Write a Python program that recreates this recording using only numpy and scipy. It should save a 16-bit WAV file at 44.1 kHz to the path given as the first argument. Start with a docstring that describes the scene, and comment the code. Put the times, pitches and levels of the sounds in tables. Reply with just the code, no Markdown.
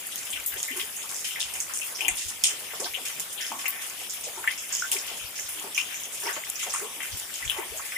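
"""Steady rain over open fields, heard from under a corrugated sheet roof: patchy noise for the far hiss.
Heavy drops and run-off strike the sheet and the wet ground as banded noise bursts through sheet resonances.
Close and faint ticks are short tones with a splash; some drops leave gliding hollow notes.
A light breeze now and then puffs low noise on the left microphone port."""
import sys
import numpy as np
from scipy import signal
from scipy.fft import rfft, irfft, next_fast_len
from scipy.io import wavfile
from scipy.ndimage import uniform_filter1d

SR = 44100
rng = np.random.default_rng(int(sys.argv[2]) if len(sys.argv) > 2 else 0)


def to_wav(s):
    """Save 16-bit WAV."""
    ch = np.atleast_2d(s).T  # columns
    pcm = np.round(np.clip(ch, -1, 1) * 32767)  # PCM
    wavfile.write(sys.argv[1], SR, pcm.astype(np.int16))


N = 351477  # samples


def hiss(patchy_db):
    """Far rain merges into noise with soft patches; its low body stays steadier."""
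    hz, _, spectrum = signal.stft(rng.standard_normal((2, N)), SR, nperseg=512)
    patches = uniform_filter1d(rng.standard_normal(spectrum.shape[1:]), size=10, axis=0)
    patches = unit(uniform_filter1d(patches, size=8, axis=1))
    depth_db = patchy_db * along([300, 2500], [.35, 1], hz)[:, None]
    _, noise = signal.istft(spectrum * amp(depth_db * patches), nperseg=512)
    return unit(noise[:, :N])


# Bursts of heavy drops on sheet and ground; rows at the same moment sound together as one drop.
# Each row: start in seconds, level in dB over the hiss (nominal, before the sheet), centre in Hz,
# bandwidth in octaves (nominal), t60 in seconds.
HEAVY_BURSTS = [(.068, 16, 13450, 0.4, .043), (.122, 14, 3200, 0.25, 0.077), (.158, -0.5, 9510, 0.93, 0.51),
                (.251, 6, 15000, 0.97, 0.27), (.303, 11, 8550, 0.22, 0.34), (.327, 13.5, 2920, 0.38, 0.2),
                (.358, 15, 2650, 0.33, 0.15), (.371, 14.5, 1420, 0.18, 0.17),
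                (.461, 21.5, 14200, 0.18, 0.32), (.461, 12, 9000, 0.39, 0.22),
                (.519, 12.5, 1670, 0.18, 0.29), (.557, 19.5, 500, 0.41, 0.14),
                (.581, 8.5, 7000, 0.35, 0.54), (.629, 9, 6160, 0.65, 0.35), (.68, 17.5, 2000, 0.16, 0.28),
                (.71, 10.5, 2520, 0.31, 0.25), (.704, 15, 307, 0.24, 0.32), (.756, 8, 1200, 0.44, 0.52),
                (.764, 9, 13450, 0.96, 0.68), (.796, 16, 3060, 0.54, 0.19), (.966, 10.5, 6900, 0.12, 0.45),
                (1.038, 18.5, 1080, 0.23, 0.11), (1.09, 7.5, 6300, 0.7, 0.4),
                (1.143, 8.5, 6730, 0.33, 0.93), (1.243, 10.5, 4430, 0.93, 0.47),
                (1.307, 8.5, 3180, 0.29, 0.45), (1.359, 19, 2000, 0.23, 0.11),
                (1.397, 13, 6450, 0.44, 0.33), (1.403, 16.5, 4000, 0.45, 0.24),
                (1.537, 6, 8000, 0.57, 0.65), (1.602, 16, 7200, 0.32, 0.2), (1.694, 13.5, 1310, 0.38, 0.31),
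                (1.737, 11.5, 7900, 0.38, 0.85), (1.814, 19, 2690, 0.099, 0.19),
                (1.838, 8, 15000, 0.38, 0.49), (1.95, 12.5, 5500, 0.12, 0.35),
                (1.987, 8.5, 360, 0.73, 0.83), (2.007, 5.5, 9000, 0.69, .15),
                (2.007, 22.5, 2660, 0.18, 0.14), (2.047, 13.5, 2740, 0.28, 0.54),
                (2.01, 12.5, 846, 0.29, 0.46), (2.048, 15.5, 890, 0.28, 0.36), (2.053, 22, 290, 0.15, 0.2),
                (2.081, 21.5, 7900, 0.26, 0.17), (2.081, 28, 2260, 0.29, 0.072),
                (2.173, 10.5, 5200, 0.68, 1), (2.285, 12, 6600, 0.61, 0.15), (2.4378, 25, 5260, 0.69, 0.2),
                (2.449, 20, 8600, 0.14, 0.26), (2.466, 20.5, 6730, 0.31, 0.25),
                (2.44, 11, 3000, 0.37, 0.27), (2.48, 4.5, 1970, 1, 0.97), (2.52, 12, 426, 0.41, 0.22),
                (2.702, 9, 1910, 0.32, 0.29), (2.732, 16.5, 756, 0.67, 0.18), (2.796, 16, 483, 0.93, 0.4),
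                (2.8, 13, 6860, 0.37, 0.24), (2.844, 18, 4400, 0.31, 0.23),
                (2.856, 19.5, 1150, 0.36, 0.085), (2.94, 15, 2800, 0.32, 0.23),
                (2.971, 14.5, 630, 0.63, 0.2), (3.001, 17, 285, 0.27, 0.16), (3.051, 9, 5140, 1, 0.43),
                (3.097, 8.5, 1410, 1, 0.13), (3.15, 12, 150, 0.27, 0.99), (3.197, 12.5, 7800, 0.8, 0.18),
                (3.375, 11, 3380, 0.24, 0.97), (3.4, 12.5, 1780, 0.25, 0.56), (3.408, 10, 5570, 0.28, .5),
                (3.45, 5, 6600, 0.24, 0.27), (3.466, 9, 5600, 0.22, 0.32), (3.5, 20.5, 268, 0.28, 0.4),
                (3.514, 19.5, 915, 0.38, 0.35), (3.588, 6, 6730, 0.45, 0.38),
                (3.638, 8.5, 1180, 0.67, 0.96), (3.656, 19.5, 2340, 0.26, 0.16),
                (3.682, 23, 14500, 0.27, 0.14), (3.688, 10, 14000, 0.34, 0.12),
                (3.724, 10, 2030, 0.18, 0.97), (3.817, 4.5, 7950, 0.9, 0.51), (4.013, 1, 5000, 0.48, 0.35),
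                (4.013, 19.5, 587, 0.35, 0.059), (4.097, 10, 6100, 0.38, 0.38),
                (4.238, 11.5, 6550, 0.35, 0.24), (4.264, 18.5, 590, 0.31, 0.24), (4.38, 13, 920, .4, 0.18),
                (4.44, 18.5, 1240, 0.59, 0.13), (4.476, 22.5, 2220, 0.38, 0.11),
                (4.505, 11, 2940, 0.75, 0.21), (4.578, 10, 6370, 0.28, 0.42), (4.697, 2.5, 2500, 1, 0.96),
                (4.723, 16.5, 6250, 0.29, 0.79), (4.795, 18.5, 5900, 0.15, 0.13),
                (4.835, 28.5, 1500, 0.13, 0.12), (4.915, 7.5, 744, 1, 0.86),
                (4.916, 17.5, 7250, 0.98, 0.28), (4.965, 14, 2370, 0.31, 0.11),
                (4.985, 13, 5900, 0.38, 0.23), (5.076, 9, 3530, 0.55, 0.59), (5.094, 6.5, 820, 0.92, 0.36),
                (5.171, 5, 8000, 0.99, 0.13), (5.19, 8, 2760, 0.17, 0.59), (5.354, 10.5, 5570, .26, 0.4),
                (5.388, 21, 1880, 0.28, 0.039), (5.396, 12, 6640, 0.18, .35), (5.49, 4, 15000, 1, 1),
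                (5.553, 9.5, 350, .25, .93), (5.605, 11, 990, 0.31, 0.44), (5.635, 16, 430, 1, 0.23),
                (5.747, 13.5, 6170, 0.2, 0.6), (5.747, 12, 2860, 0.17, 0.42),
                (5.777, 24.5, 2740, 0.14, 0.21), (5.777, 15.5, 2660, 1, 0.16),
                (5.903, 8.5, 2070, 0.58, 0.48), (5.942, 10, 6570, 0.19, 0.56), (6.034, 12, 6440, 0.2, 0.14),
                (6.146, 2, 9000, 0.72, .3), (6.202, 4, 11100, .95, 1), (6.228, 13.5, 1050, 0.5, 0.24),
                (6.234, 11.5, 5230, 0.21, 0.52), (6.252, 14, 1040, 0.92, 0.78),
                (6.29, 25, 1400, 0.32, 0.12), (6.328, 13.5, 6800, 0.14, 0.3), (6.364, 20.5, 855, 1, 0.068),
                (6.499, 25, 9300, 0.43, 0.018), (6.557, 12, 5900, 0.23, 0.24),
                (6.591, 11, 2480, 0.25, 0.22), (6.591, 7, 4500, 0.91, 0.62), (6.623, 17, 6660, 0.16, 0.18),
                (6.629, 11, 1950, 0.93, 0.14), (6.662, 19, 650, 0.5, 0.16), (6.695, 11, 5660, 0.41, 0.42),
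                (6.733, 14, 7650, 0.31, 0.55), (6.737, 11, 1440, 0.67, 0.5), (6.759, 23, 1260, 0.16, 0.08),
                (6.813, 10, 505, 0.88, 0.38), (6.842, 15, 1010, 0.21, 0.35), (6.958, 8, 350, 1, 0.42),
                (7.004, 9, 1980, 0.67, 0.18), (7.027, 10, 1870, 0.53, 0.27), (7.026, 5, 13450, 1, 0.59),
                (7.118, 9, 4970, 0.26, 0.57), (7.339, 6.5, 5030, 0.63, 0.77),
                (7.427, 6.5, 1940, 0.31, 0.52), (7.447, 11, 6860, 0.2, 0.3), (7.477, 14, 3420, .2, 0.15),
                (7.497, 23.5, 3150, 0.18, 0.15), (7.497, 12, 11200, 0.47, 0.15),
                (7.509, 7.5, 1420, 0.79, 1), (7.558, 16, 860, 0.47, 0.59), (7.745, 14, 570, 0.32, 0.14),
                (7.774, 11, 6800, 0.18, 0.24), (7.794, 19, 1110, 0.43, 0.094), (7.814, 6, 2050, 0.25, 0.98),
                (7.583, 10, 2110, .2, .25), (7.618, 11, 2060, .2, .2), (7.92, 14, 1770, 0.37, 0.25),
                (7.962, 30, 2010, 0.085, 0.055)]
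BURST_SIDE_DB, BURST_SCATTER_DB = -0.5, 2.5  # left-right: mean, full range of scatter


def heavy_drops():
    """The bursts of the heavy drops, each given a random side."""
    side_db = BURST_SIDE_DB + BURST_SCATTER_DB * (rng.random(len(HEAVY_BURSTS)) - .5)
    return np.column_stack([HEAVY_BURSTS, side_db])


def small_drops(count, floor_db):
    """Lighter bursts at random moments, levels, pitches and sides, in the columns of heavy_drops()."""
    u = rng.random((count, 6))
    start_s = u[:, 0] * N / SR
    level_db = floor_db + 6 * u[:, 1] ** 2
    centre_hz = 300 * 2 ** (5.94 * u[:, 2] ** 0.92)
    octaves = 0.19 + 0.71 * u[:, 3]
    t60_s = 0.08 + 0.19 * u[:, 4]
    side_db = 8 * (u[:, 5] - .5)
    return np.array([start_s, level_db, centre_hz, octaves, t60_s, side_db]).T


def strikes(rows, crack, spatter_db):
    """Each row is one banded burst: a crack, then a decay broken up by spatter; the sheet rings on."""
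    start_s, level_db, centre_hz, octaves, t60_s, side_db = np.transpose(rows)[..., None]
    t = np.arange(SR // 4) / SR

    def band(hz):
        offset = np.log2((hz + 1) / centre_hz) / np.maximum(octaves, .08)
        return np.exp(-.22 * np.abs(offset) ** 3.04)

    burst = filtered(rng.standard_normal((2, len(rows), len(t))), band)
    rise = 1 - np.exp(-t / (0.00096 + 2.0 / centre_hz))  # low drumming takes a few cycles to build
    decay = amp(-60 * t / np.maximum(t60_s, .02)) * np.cos(2 * np.pi * t)  # cosine reaches 0 at 0.25 s
    shape = rise * (decay + crack * amp(-60 * t / 0.0048))
    bumps = np.clip(wobble(750, burst.shape[1:]), -.6, 1.7)
    spatter = amp(spatter_db * bumps * (np.minimum(centre_hz, 5500) / 4000) ** 0.12)
    burst = burst * shape * spatter
    # a burst's energy is set by its row, however the spatter falls
    band_power = np.mean(band(np.linspace(0, SR / 2, num=2000)) ** 2, axis=1)
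    due = band_power * np.sum(shape ** 2, axis=1)
    energy = np.mean(np.sum(burst ** 2, axis=2), axis=0)
    burst = burst * np.sqrt(due / energy)[:, None]
    burst = burst * amp(level_db) * amp([side_db / 2, -side_db / 2])
    return filtered(placed(start_s[:, 0], burst), sheet)


# Resonances of the roof sheet. Each row: centre in Hz, width in Hz, peak gain in dB (of that mode alone).
SHEET_MODES = [(251.6, 4, 6), (423, 72, 4), (766, 10, 3), (907, 22, 6), (1112, 13, 9.5), (1563, 49, 7.5),
               (1785, 23, 11), (2043, 38, 8.5), (2420, 74, 5.5), (2730, 37, 8), (3093, 7.9, 12.5),
               (5320, 120, 7), (6640, 600, 4)]


def sheet(hz):
    """Roof sheet response: the direct sound plus a band-pass resonance for each mode."""
    response = 1
    for centre_hz, width_hz, gain_db in SHEET_MODES:
        damping = 1j * hz * width_hz
        response = response + (amp(gain_db) - 1) * damping / (centre_hz ** 2 - hz ** 2 + damping)
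    return response


# Sharp close ticks; rows nearly together give one tick several pitches. Each row: start in seconds,
# peak in dB (nominal), pitch in Hz, left-right level in dB.
CLOSE_TICKS = [(.1212, -37, 9930, 3), (.1575, -24, 6720, 1), (.1577, -22, 12800, 5), (.1577, -33, 3300, 10),
               (.232, -32, 6040, 0), (.3042, -29, 6700, 2), (.3125, -29, 8200, 2), (.3032, -28, 8640, 3),
               (.328, -34, 2480, 8), (.3336, -28, 3280, 17), (.36, -40, 2420, 10), (.367, -31, 2690, 10),
               (.372, -33, 2700, 10), (.3745, -31, 3000, 10), (.4003, -29, 2310, 1), (.4003, -28, 7420, 8),
               (.4408, -30, 6500, 0), (.4615, -22, 8650, 4), (.5412, -28, 9350, 2.5), (.541, -32, 14000, 7),
               (.54, -32, 1600, 0), (.571, -34, 3300, 8), (.651, -26, 7500, 0), (.68, -27, 14000, 7),
               (.707, -28, 14500, 7), (.7135, -26, 12500, 7), (.6838, -33, 2020, 4),
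               (.6015, -29.5, 3280, 7), (.603, -26, 6500, 0), (.6295, -16, 6760, -5),
               (.6295, -21, 10300, 4), (.7653, -29, 9420, 2), (.8028, -28, 2900, 7), (.814, -26, 3330, 9),
               (.9662, -32, 6560, -16), (1.1443, -27, 6060, 12), (1.1653, -27, 7300, 14),
               (1.2116, -27, 7140, .5), (1.256, -34, 5900, 2), (1.264, -31, 3080, 10),
               (1.3084, -31, 2900, 15), (1.3593, -28, 2000, -3), (1.3967, -29, 5570, 2),
               (1.4036, -26, 3560, 19), (1.413, -25, 3640, 19), (1.428, -26, 3270, 12),
               (1.5376, -24, 9130, -6), (1.5614, -27, 6600, -2.5), (1.603, -15.5, 6600, -3),
               (1.737, -22, 6500, 6), (1.696, -32, 1300, 0), (1.754, -27, 9300, 1), (1.774, -20.5, 8400, 9),
               (1.789, -28, 5700, -2), (1.789, -28, 8600, 0), (1.804, -29, 8600, 0), (1.8188, -31, 2630, 9),
               (1.925, -30, 9500, 2), (1.95, -29, 5600, -4), (1.9607, -24, 5600, -6),
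               (2.0074, -22, 2500, 2), (2.0078, -25, 7500, 1), (2.018, -23, 2800, 7), (2.022, -22, 2800, 9),
               (2.0487, -24, 2800, 16), (2.0555, -24, 2900, 14), (2.0645, -27, 3130, 15),
               (2.082, -13, 6840, -1), (2.0822, -16, 12900, 13), (2.082, -16, 2360, 10),
               (2.171, -20, 8850, 2), (2.1834, -33, 3750, 9), (2.2847, -26, 7000, 4),
               (2.4376, -10, 5450, -6), (2.438, -13, 6860, -7), (2.4384, -18, 10600, -3),
               (2.438, -21, 3400, 15), (2.7993, -32, 5430, -7), (2.7993, -38, 7500, 1),
               (2.8055, -29, 6360, 0), (2.8135, -33, 6400, 0), (2.833, -29, 8500, 0),
               (2.8433, -26, 4170, 3), (2.8433, -35, 2900, 6), (2.9365, -32, 6600, 0),
               (2.9365, -29, 2290, 6), (2.9495, -24.5, 3080, 12), (2.9537, -26.5, 3000, 17),
               (2.962, -27, 3060, 14), (3.0833, -23, 6800, -3), (3.1971, -21, 7060, 0),
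               (3.4015, -34, 3200, 9), (3.409, -35, 3200, 9), (3.4175, -30, 3500, 9),
               (3.4256, -24, 5300, 0), (3.426, -33, 1880, 3), (3.4305, -27, 5700, 0),
               (3.447, -32, 3230, 12), (3.4663, -25, 5200, -1), (3.517, -27, 950, 8),
               (3.5235, -29, 6900, 1), (3.5885, -32, 7500, 0), (3.6565, -21.5, 2140, 3),
               (3.6645, -29, 2300, 5), (3.672, -32, 2280, 5), (3.706, -22, 14600, 7),
               (3.6812, -19, 14600, 11), (3.6812, -22, 9900, -1), (3.899, -25.5, 6440, 3),
               (4.0971, -26, 6840, -3), (4.107, -24, 7400, -6), (4.211, -27, 10400, 1.5),
               (4.2383, -29, 6400, 1), (4.4408, -26, 1570, -10), (4.469, -33, 2130, 7),
               (4.4753, -12, 1890, 4), (4.5252, -27, 2200, 7), (4.5295, -32, 2100, 4),
               (4.5171, -25.5, 10800, 1.5), (4.5765, -32, 5330, -1), (4.6925, -25.5, 9400, -3),
               (4.7278, -23, 6750, -12), (4.7508, -16, 6700, -6), (4.768, -19, 7050, -5),
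               (4.797, -22, 6840, -8), (4.9165, -11.5, 8900, 0), (4.9162, -22, 3010, 9),
               (4.9641, -28, 2260, 4), (5.171, -39, 7000, 0), (5.3967, -24.5, 5970, -14),
               (5.491, -25, 9140, -5), (5.5975, -26, 7000, -6), (5.747, -24, 5900, -12),
               (5.7647, -24, 6070, -5), (5.7645, -28, 2760, 5), (5.7773, -15, 2450, 0),
               (5.7798, -17, 2400, 1), (5.7775, -26, 6300, -2), (5.7852, -24, 2500, 4),
               (5.7905, -23, 2800, 5), (5.8005, -22, 2620, 5), (5.8122, -24, 2920, 8),
               (5.8095, -24, 6760, -3), (5.9434, -29, 2310, 1), (5.944, -31, 6400, -1.5),
               (6.035, -33, 6560, 10), (6.055, -29, 6500, -2), (6.1462, -32, 10800, 0),
               (6.176, -31, 7000, -3), (6.2026, -24, 9300, -1), (6.2682, -28, 5400, -7),
               (6.272, -26, 5300, -3), (6.31, -27, 11500, 2), (6.328, -33, 7100, 0), (6.364, -37, 1100, 0),
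               (6.4368, -26, 2100, -2), (6.4992, -30, 10100, 6), (6.629, -33, 1350, 0),
               (6.629, -31, 2300, 5), (6.655, -33, 2200, 5), (6.6872, -32, 6490, -5),
               (6.5565, -27, 5840, -10), (6.7063, -26.5, 5900, -13), (6.7385, -19, 8940, -3),
               (6.739, -25, 1160, -1), (6.7385, -29, 1730, 2), (6.748, -24, 1090, 0),
               (6.7585, -29, 1290, 0), (6.802, -33, 1400, 0), (7.004, -27.5, 1940, 6),
               (7.017, -31, 2200, 4), (7.0259, -33, 10700, -1), (7.027, -37, 2900, 5),
               (7.032, -29, 2100, 4), (7.053, -32, 1550, -2), (7.057, -36, 3000, 8), (7.199, -22, 7200, -2),
               (7.3397, -27, 7460, 8), (7.3567, -25, 6610, 10), (7.4505, -28, 2330, 1),
               (7.4778, -24, 3160, 8), (7.4977, -18, 3140, 13), (7.597, -33, 950, 2), (7.797, -37, 990, 2),
               (7.7742, -24, 7370, -2), (7.9209, -28, 2170, 6)]


def close_ticks():
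    """Sharp close ticks, each row a short pitched splash."""
    return ticks(CLOSE_TICKS, cycles=3.07, snap=0.19, size=1024)


def patter(count, floor_db):
    """Faint droplets at random moments, levels, pitches and sides, in the columns of CLOSE_TICKS."""
    u = rng.random((count, 4))
    start_s = u[:, 0] * N / SR
    peak_db = floor_db + 9 * u[:, 1] ** 4
    pitch_hz = 1300 * 2 ** (3.8 * u[:, 2])
    side_db = 14 * (u[:, 3] - .5)
    return np.array([start_s, peak_db, pitch_hz, side_db]).T


SNAP_S = 0.001  # decay constant of the first contact


def ticks(rows, cycles, snap, size):
    """Each row is a wide snap and a few cycles at one pitch, slightly out of phase between ports."""
    start_s, peak_db, hz, side_db = np.transpose(rows)[..., None]
    t = np.arange(size) / SR
    age = t * hz / (cycles * (hz / 4000) ** 0.5)  # in tick lives; cycles holds at 4 kHz
    lead_rad = rng.normal(0, .45, (len(start_s), 2)).T[..., None]
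    splash = np.diff(rng.standard_normal((len(start_s), 2, len(t) + 1))).transpose(1, 0, 2)
    tone = np.sin(2 * np.pi * hz * t + lead_rad) + hz / 32000 * splash  # high ticks splash more
    body = tone * (age * np.exp(1 - age)) ** 1.45
    contact = snap * splash * np.exp(-t / SNAP_S)
    gain = amp(peak_db) * amp([side_db / 2, -side_db / 2])
    return placed(start_s[:, 0], gain * (body + contact))


# Hollow notes that drops leave in the sheet or a puddle; rows at the same moment sound together.
# Each row: start in seconds, relative level in dB, starting pitch in Hz, t60 in seconds,
# initial pitch rise in octaves per second.
HOLLOW_NOTES = [(.706, -31.5, 260, 0.064, 8), (.727, -39, 385, .08, 6), (.756, -39.5, 385, 0.16, -3),
                (.775, -36, 370, 0.074, 0), (.826, -42, 403, 0.079, 7), (1.982, -42, 340, 0.078, 15),
                (2.075, -39, 313, .09, 7), (2.086, -34.5, 735, 0.059, 0.5), (2.796, -28.5, 405, 0.07, 3),
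                (2.814, -33.5, 476, 0.096, 16.5), (2.834, -42, 396, 0.14, -6.5),
                (2.848, -37, 710, 0.1, 2.5), (2.864, -42, 880, 0.095, 9), (3.514, -35.5, 936, 0.11, -2),
                (3.55, -52, 846, 0.22, 6), (3.562, -37, 225, 0.056, 16), (4.272, -39, 490, 0.051, 5),
                (4.368, -42, 380, 0.17, -1), (4.374, -35, 897, 0.046, 2), (4.39, -39, 960, 0.066, 2),
                (4.4764, -19, 1793, .05, 0), (4.4764, -19.5, 2010, .055, 0), (4.4764, -24, 2230, .05, 0),
                (4.507, -30, 2050, 0.07, 1), (4.822, -16, 1450, 0.023, 2), (4.95, -28.5, 402, 0.06, -1),
                (5.603, -48, 907, .07, 0), (5.647, -35, 400, 0.11, -1.5), (6.23, -40, 393, 0.4, 0.5),
                (6.266, -27, 923, 0.072, 1), (6.273, -31.5, 394, .08, 3.5), (6.286, -26, 1960, 0.04, -1),
                (6.36, -38, 1100, 0.065, 1), (6.371, -35, 534, 0.085, 13), (6.809, -37.5, 376, 0.25, 4.5),
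                (6.837, -40, 412, 0.12, 6.5), (7.425, -29, 2025, 0.041, -3), (7.583, -24, 385, 0.076, 1),
                (7.583, -33, 2020, 0.05, 0), (7.628, -29, 934, 0.029, 11), (7.649, -43, 385, 0.13, -0.5),
                (7.716, -36, 384, 0.094, 19.5), (7.743, -40, 600, 0.11, 6)]
NOTE_RISE_CYCLES, NOTE_WAVER_DB, NOTE_SIDE_DB = 2.43, 0.5, 3  # build-up, unsteadiness, left-right level
NOTE_BLUR_RAD_PER_S = 45  # growth of random phase, separate at each port


def notes():
    """Each note builds over a few cycles and dies away, gliding, wavering and growing rougher."""
    start_s, level_db, hz, t60_s, rise = np.transpose(HOLLOW_NOTES)[..., None]
    t = np.arange(SR // 8) / SR
    waver = amp(NOTE_WAVER_DB * wobble(70, (len(start_s), len(t))))
    blur_rad = NOTE_BLUR_RAD_PER_S * t * wobble(88.7, (2, len(start_s), len(t)))
    build = (1 - np.exp(-t * hz / NOTE_RISE_CYCLES)) ** 2
    decay = amp(level_db - 60 * t / t60_s) * np.cos(4 * np.pi * t)  # cosine reaches 0 at 0.125 s
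    glide_rad = 2 * np.pi * hz * t * (1 + np.log(2) * rise * t / 2)
    tone = 2 * build * decay * waver * np.sin(glide_rad + blur_rad)
    return placed(start_s[:, 0], tone * amp([[[NOTE_SIDE_DB / 2]], [[-NOTE_SIDE_DB / 2]]]))


# Puffs of breeze. Each row: middle in seconds, level in dB (before top rounding and port gains),
# half length in seconds.
BREEZE_PUFFS = [(.18, -67, 0.055), (0.343, -54, .06), (0.397, -53, 0.055), (0.55, -49, 0.064),
                (.9, -71, .15), (1.462, -51, 0.07), (1.573, -55, 0.058), (1.69, -64, .06),
                (2.118, -38, 0.049), (2.271, -41.5, 0.037), (2.417, -58, .05), (2.908, -56, 0.086),
                (4.238, -66, .06), (4.59, -58, 0.045), (5.103, -61, .07), (5.246, -42, 0.037),
                (5.447, -54, 0.13), (6.48, -73, 0.18), (7.143, -35, 0.035), (7.471, -35.5, 0.048),
                (7.566, -54, 0.091), (7.724, -45, 0.043), (7.25, -62, .08), (7.79, -55, 0.05)]
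PUFF_FADE_DB, PUFF_SHAPE, CALM_DB = 26.5, 0.82, -83.5  # loss near a half length, power law, still air


def puffs():
    """Each puff swells and fades in the same way above the still air."""
    middle_s, level_db, half_s = np.transpose(BREEZE_PUFFS)[..., None]
    away = np.abs(np.arange(N) / SR - middle_s) / half_s
    fade_db = PUFF_FADE_DB * (away ** 2 + 0.032) ** (PUFF_SHAPE / 2)
    return amp(CALM_DB) + np.sum(amp(level_db - fade_db), axis=0)


def breeze():
    """Low turbulence whose strength follows each puff, almost only on the windward left port."""
    lumps = filtered(rng.standard_normal((2, N)), lambda hz: (hz / 55) ** 6 / (1 + (hz / 55) ** 6) ** 1.43)
    power = np.abs(uniform_filter1d(lumps ** 2, size=SR // 20))
    lumps = lumps / np.sqrt(power + 1e-12)
    return lumps * puffs() * amp([[5], [-18]])


# Likeness of the two ports. Each row: frequency in Hz, left-right correlation from 0 to 1.
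PORT_LIKENESS = [(60, 1), (180, 0.96), (550, 0.77), (1650, 0.018), (4970, 0.071), (15000, 0.08)]


def spread(pair):
    """Unrelated left and right signals made alike in the bass, left apart in the treble."""
    def turn(hz):
        return np.arccos(np.clip(along(*np.transpose(PORT_LIKENESS), hz), -1, 1)) / 2

    mid = filtered((pair[0] + pair[1]) / np.sqrt(2), lambda hz: np.cos(turn(hz)))
    side = filtered((pair[0] - pair[1]) / np.sqrt(2), lambda hz: np.sin(turn(hz)))
    return np.array([mid + side, mid - side])


# Colour of the rain at the microphone ports. Each row: frequency in Hz, left gain in dB, right gain in dB.
PORT_COLOUR = [(30.2, -41, -32), (62, -16, -14), (118, -15.5, -15), (298, -12, -12.5), (790, -9, -10),
               (1580, -10, -9.5), (2240, -3.5, -7), (3050, -1, -15.5), (3410, -2, -8), (4180, -12, -13.5),
               (4850, -10, -9), (7400, -6.5, -6), (10600, -4, -4.5), (12250, -6.5, -14), (15200, -7.5, -12)]


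def at_ports(rain):
    """The shelter around each port colours its rain by a smooth frequency response."""
    f, left_db, right_db = np.transpose(PORT_COLOUR)
    return filtered(rain, lambda hz: amp([along(f, left_db, hz), along(f, right_db, hz)]))


def amp(db):
    """Gain of a level in dB."""
    return 10 ** (np.asarray(db) / 20)


def unit(x):
    """x brought to rms 1."""
    return x / np.sqrt(np.mean(x ** 2) + 1e-20)


def along(f, v, hz):
    """Values v at frequencies f, read on a log axis."""
    return np.interp(np.log(hz + 1), np.log(np.asarray(f) + 1), v)


def wobble(rate_hz, shape):
    """Smooth random curves, rate_hz knots a second."""
    knots = rng.standard_normal(shape[:-1] + (int(shape[-1] * rate_hz / SR) + 2,))
    return signal.resample(knots, int(knots.shape[-1] * SR / rate_hz), axis=-1)[..., :shape[-1]]


def filtered(x, response):
    """x shaped in its spectrum by a response of frequency."""
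    m = next_fast_len(x.shape[-1] + 2048)
    return irfft(rfft(x, m) * response(np.fft.rfftfreq(m, 1 / SR)), m)[..., :x.shape[-1]]


def placed(times_s, sounds):
    """Short stereo sounds (2, events, samples) laid out at their times."""
    out = np.zeros((2, N + sounds.shape[-1]))
    for k, start in enumerate(np.clip(times_s * SR, 0, N).astype(int)):
        out[:, start:start + sounds.shape[-1]] += sounds[:, k]
    return out[:, :N]


def scene():
    """Rain and drops coloured at the ports, plus close ticks, hollow notes and the breeze."""
    rain = hiss(patchy_db=3.0)
    rain = rain + strikes(heavy_drops(), crack=0.48, spatter_db=2.5)
    rain = rain + strikes(small_drops(count=190, floor_db=3.0), crack=0.27, spatter_db=1.5)
    rain = rain + ticks(patter(count=4500, floor_db=-11.0), cycles=2.7, snap=0.18, size=256)
    return amp(-29.5) * at_ports(spread(rain)) + close_ticks() + notes() + breeze()


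TOP_HZ = 15450


def record(dry):
    """The recorder rounds off the loudest peaks and keeps nothing above its band limit."""
    rounded = dry / (1 + np.abs(dry / .92) ** 6) ** (1 / 6)
    return filtered(rounded, lambda hz: hz < TOP_HZ)


dry = scene()
out = record(dry)
to_wav(out)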